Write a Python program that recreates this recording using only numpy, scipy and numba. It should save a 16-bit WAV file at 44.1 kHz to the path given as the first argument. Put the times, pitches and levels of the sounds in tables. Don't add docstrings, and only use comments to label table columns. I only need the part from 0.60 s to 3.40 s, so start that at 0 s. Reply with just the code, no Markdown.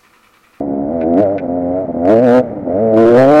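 import sys
import numpy as np
from scipy import signal
from scipy.fft import rfft, irfft
from scipy.io import wavfile
from scipy.ndimage import uniform_filter1d
from numba import njit

SR = 44100
rng = np.random.default_rng(int(sys.argv[2]) if len(sys.argv) > 2 else 0)


def wav_out(sig):
    wavfile.write(sys.argv[1], SR, np.round(np.clip(np.atleast_2d(sig).T, -1, 1) * 32767).astype(np.int16))


N = 123479

# time in seconds, firings per second.
ENGINE_SPEED = [(0.0, 68.3), (0.035, 72.7), (0.08, 69.0), (0.26, 70.6), (0.33, 85.5), (0.44, 78.3),
                (0.49, 85.1), (0.54, 84.4), (0.61, 108.0), (0.665, 94.6), (0.73, 102.2), (0.8, 90.5),
                (0.87, 85.7), (0.95, 88.7), (1.08, 87.6), (1.15, 91.5), (1.2, 95.9), (1.25, 89.6),
                (1.32, 82.5), (1.4, 83.7), (1.45, 88.7), (1.52, 111.5), (1.57, 114.1), (1.63, 130.4),
                (1.685, 117.8), (1.76, 127.6), (1.81, 125.9), (1.9, 109.7), (2.0, 96.9), (2.09, 83.6),
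                (2.15, 94.4), (2.22, 114.1), (2.28, 111.2), (2.34, 108.4), (2.4, 114.0), (2.45, 113.2),
                (2.49, 118.8), (2.54, 119.4), (2.58, 129.9), (2.66, 134.9), (2.71, 148.9), (2.8, 152.4)]
# time in seconds, boom in dB, bark in dB.
EXHAUST_LOAD = [(0, -19, -19.5), (0.05, -20, -26.5), (0.1, -16.5, -24.5), (0.27, -20, -24),
                (0.33, -20.5, -19.5), (0.42, -19, -18.5), (0.46, -15, -19), (0.54, -12, -16.5),
                (0.6, -8, -12.5), (0.63, -27.5, -9.5), (0.7, -20, -15), (0.81, -23, -21), (0.9, -19.5, -21),
                (1.1, -19.5, -19.5), (1.19, -22, -16), (1.24, -24.5, -21), (1.3, -21, -21.5),
                (1.4, -19.5, -22), (1.45, -17, -13.5), (1.5, -8.5, -8.5), (1.56, -12, -8), (1.61, -15, -11),
                (1.68, -12.5, -8.5), (1.78, -10, -6), (1.82, -21, -15.5), (2.06, -18, -22.5),
                (2.1, -22, -17), (2.2, -18.5, -13.5), (2.31, -19, -12), (2.37, -7, -11),
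                (2.52, -6.5, -10.5), (2.58, -11, -3), (2.67, -12, -7), (2.73, -9, -5.5), (2.79, -7.5, -3.5)]
# time in seconds, boom in Hz, bark in Hz.
EXHAUST_CENTRES = [(0, 282.4, 634), (.22, 268.5, 659), (.36, 252, 592), (.45, 315, 630), (.54, 279, 635),
                   (.62, 291, 580), (.9, 264, 610), (1.1, 241, 595), (1.2, 295, 640), (1.4, 258, 610),
                   (1.48, 287, 623), (1.54, 291.4, 548), (1.65, 255, 568), (1.78, 263, 565),
                   (2.14, 267, 571), (2.27, 244.5, 525), (2.36, 298, 596), (2.52, 322.5, 530),
                   (2.58, 281, 527), (2.8, 278, 585)]
# start in seconds, end in seconds, change in dB.
WEAK_SPELLS = [(0.706, 0.781, 0), (.776, 0.82, -7), (0.854, 0.871, -12), (1.246, 1.279, -11),
               (1.314, 1.33, -9.5), (1.347, 1.37, -4), (1.81, 2.024, -8.5), (2.002, 2.09, -3.5)]
# time in seconds, relative level in dB.
CHASSIS_KNOCKS = [(.404, -20), (.4135, -4), (.426, -12), (.434, -14), (.7823, 0), (.789, -6), (.797, -9)]
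# frequency in Hz, relative level in dB, time to decay by 60 dB in seconds.
CHASSIS_MODES = [(1523, 0, .05), (1766, -6, .04), (2046, -3, .04), (2401, -1, .045), (2580, -6, .035),
                 (3451, -15, .035), (3828, -19, .04)]
# frequency in Hz, relative density in dB.
BURBLE_SPECTRUM = [(20, -26), (55, -14.5), (100, -7.5), (160, -3), (280, -4.5), (420, -8), (630, -13.5),
                   (780, -11), (1000, -27.5), (1500, -64), (20000, -100)]
# frequency in Hz, relative density in dB.
CLATTER_SPECTRUM = [(20, -30.5), (700, -28.5), (1000, -39), (1150, 2), (1400, 3), (1700, -5.5), (2050, -4),
                    (2600, -18.5), (3200, -24), (5000, -32.5), (6500, -35.5), (20000, -53.5)]
# centre in Hz, width in Hz.
SILENCER_DELAYS = [(611, 450), (514, 561)]
# frequency in Hz, width in Hz, level in dB.
SILENCER_OVERTONES = [(821, 140, -38.5), (1380, 110, -58.5)]

START_TURN = .75
JITTER_S, SCATTER_DB, EVEN_HZ = .00006, .7, 90
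WEAK_UNEVENNESS = 5.5
GAS_DB, GAS_DECAY_TURNS = -25, .4
BOOM_WIDTH_HZ, BARK_WIDTH_HZ = 135, 257
MUFFLE_HZ, BARK_LOW_HZ, BARK_LAG_S = 703.7, 398, 0.001707
THUMP_HZ, THUMP_WIDTH_HZ, THUMP_OFFSET_DB, THUMP_SHARE = 129, 153, -13, 0.93
GROUND_S, GROUND_DB = 0.004252, -9.5
BOUNCE_S, BOUNCE_HZ = 0.00045, 6.07
BURBLE_DB, BURBLE_COAST_DB = -31.5, 3
CLATTER_OFFSET_DB, CLATTER_SHARE = -30.5, 0.97
CLATTER_STEADY, CLATTER_DECAY_TURNS = .8, .35
CLACK_DB, GRIT_DB, GRIT_DECAY_S = -28.5, -3, .007
CLIP_LEVEL, HISS_DB, TOP_HZ = .71, -79.5, 15800


def amp(db):
    return 10 ** (np.asarray(db) / 20)


def curve(table, axis=1):
    rows = np.array(table, float)
    return np.interp(np.arange(N) / SR, rows[:, 0], rows[:, axis])


def unit(x):
    return x / np.std(x)


def running_rms(x):
    size = 1100
    power = uniform_filter1d(uniform_filter1d(x * x, size), size)
    return np.sqrt(np.abs(power) + 1e-18)


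def noise(points):
    hz, db = np.array(points, float).T
    bins = np.maximum(np.fft.rfftfreq(N, 1 / SR), 1)
    weights = amp(np.interp(np.log(bins), np.log(hz), db))
    return unit(irfft(rfft(rng.standard_normal(N)) * weights, N))


def cut(x, hz, kind, order):
    return signal.sosfilt(signal.butter(order, hz, kind, fs=SR, output="sos"), x)


@njit
def band_pass(x, hz, width):
    y, band, low = np.empty(len(x)), 0., 0.
    for i in range(len(x)):
        g, k = np.tan(np.pi * hz[i] / SR), width / hz[i]
        v = (band + g * (x[i] + 1e-18 - low)) / (1 + g * (g + k))
        band, low, y[i] = 2 * v - band, low + 2 * g * v, k * v
    return y


def resonance(x, hz, width_hz):
    hz = hz * np.ones(N)
    return band_pass(band_pass(x, hz, float(width_hz)), hz, float(width_hz))


def pulses(times, sizes):
    at = np.clip(times * SR, 0, N - 2)
    i = at.astype(int)
    fraction = at - i
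    return np.bincount(i, sizes * (1 - fraction), N) + np.bincount(i + 1, sizes * fraction, N)


def firing_drop_db():
    t = np.arange(N) / SR
    return sum(db * ((t > start) & (t < end)) for start, end, db in WEAK_SPELLS)


def ground(x, bounce):
    t = np.arange(N) / SR
    reflection = np.interp(t - GROUND_S - BOUNCE_S * bounce, t, x, left=0)
    return x + amp(GROUND_DB) * reflection


def boom(x):
    ringing = resonance(x, curve(EXHAUST_CENTRES, axis=1), BOOM_WIDTH_HZ)
    return cut(ringing, MUFFLE_HZ, "low", order=4)


def bark(x):
    t = np.arange(N) / SR
    late = np.interp(t - BARK_LAG_S, t, x, left=0)
    ringing = resonance(late, curve(EXHAUST_CENTRES, axis=2), BARK_WIDTH_HZ)
    return cut(cut(ringing, MUFFLE_HZ, "low", order=8), BARK_LOW_HZ, "high", order=5)


def thump(x):
    return resonance(x, THUMP_HZ, THUMP_WIDTH_HZ)


def silencer(x):
    for hz, width in SILENCER_DELAYS:
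        x = x - 2 * band_pass(x, hz * np.ones(N), float(width))
    return x


def exhaust(revs, turns, drop_db):
    t = np.arange(N) / SR
    times = np.interp(np.arange(1, int(turns[-1]) + 1), turns, t)
    timing, strength = rng.standard_normal((2, len(times)))
    drop = np.interp(times, t, drop_db)
    uneven = EVEN_HZ / np.interp(times, t, revs) * np.where(drop < 0, WEAK_UNEVENNESS, 1)
    firings = pulses(times + JITTER_S * uneven * timing, amp(drop + SCATTER_DB * uneven * strength))

    puffs = np.exp(-(turns % 1) / GAS_DECAY_TURNS) * rng.standard_normal(N)
    gas = unit(puffs) * np.sqrt(revs / SR)
    bounce = unit(cut(rng.standard_normal(N), BOUNCE_HZ, "low", order=3))
    fired = ground(firings + amp(GAS_DB + drop_db) * gas, bounce)
    even = ground(pulses(times, np.ones(len(times))), bounce)

    boom_db, bark_db = curve(EXHAUST_LOAD, axis=1), curve(EXHAUST_LOAD, axis=2)
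    thump_db = THUMP_SHARE * bark_db + THUMP_OFFSET_DB
    body = 0
    for ring, db in [(boom, boom_db), (bark, bark_db), (thump, thump_db)]:
        body = body + amp(db) * ring(fired) / running_rms(ring(even))
    overtones = sum(amp(db) * unit(resonance(fired, hz, width)) for hz, width, db in SILENCER_OVERTONES)
    return silencer(cut(body + overtones, 1800, "low", order=4))


def burble(drop_db):
    coasting = uniform_filter1d(1. * (drop_db < 0), size=400)
    return noise(BURBLE_SPECTRUM) * amp(BURBLE_DB + BURBLE_COAST_DB * coasting)


def clatter(turns):
    gate = CLATTER_STEADY + np.exp(-(turns % 1) / CLATTER_DECAY_TURNS)
    pulsing = unit(noise(CLATTER_SPECTRUM) * uniform_filter1d(gate, size=60))
    return pulsing * amp(CLATTER_OFFSET_DB + CLATTER_SHARE * curve(EXHAUST_LOAD, axis=2))


def chassis():
    t = np.arange(SR // 5) / SR
    ring = np.zeros(len(t))
    for hz, level, t60 in CHASSIS_MODES:
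        ring += amp(level) * np.sin(2 * np.pi * hz * t) * np.exp(-np.log(1000) * t / t60)
    grit = cut(cut(rng.standard_normal(len(t)), 1400, "high", order=4), 2450, "low", order=9)
    ring = ring + amp(GRIT_DB) * unit(grit) * np.exp(-t / GRIT_DECAY_S)
    times, db = np.array(CHASSIS_KNOCKS).T
    clacks = signal.fftconvolve(pulses(times, amp(db)), ring)[:N]
    return amp(CLACK_DB) * cut(clacks, 6100, "low", order=10)


def scene():
    revs, drop_db = curve(ENGINE_SPEED), firing_drop_db()
    turns = np.cumsum(revs) / SR + START_TURN
    bike = exhaust(revs, turns, drop_db) + burble(drop_db) + clatter(turns) + chassis()
    return bike[None]


def record(dry):
    hiss = amp(HISS_DB) * rng.standard_normal(dry.shape)
    clipped = np.clip(dry, -CLIP_LEVEL, CLIP_LEVEL)
    top_filter = signal.ellip(10, .1, 80, TOP_HZ, fs=SR, output="sos")
    return signal.sosfilt(top_filter, clipped + hiss)


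dry = scene()
out = record(dry)
wav_out(out)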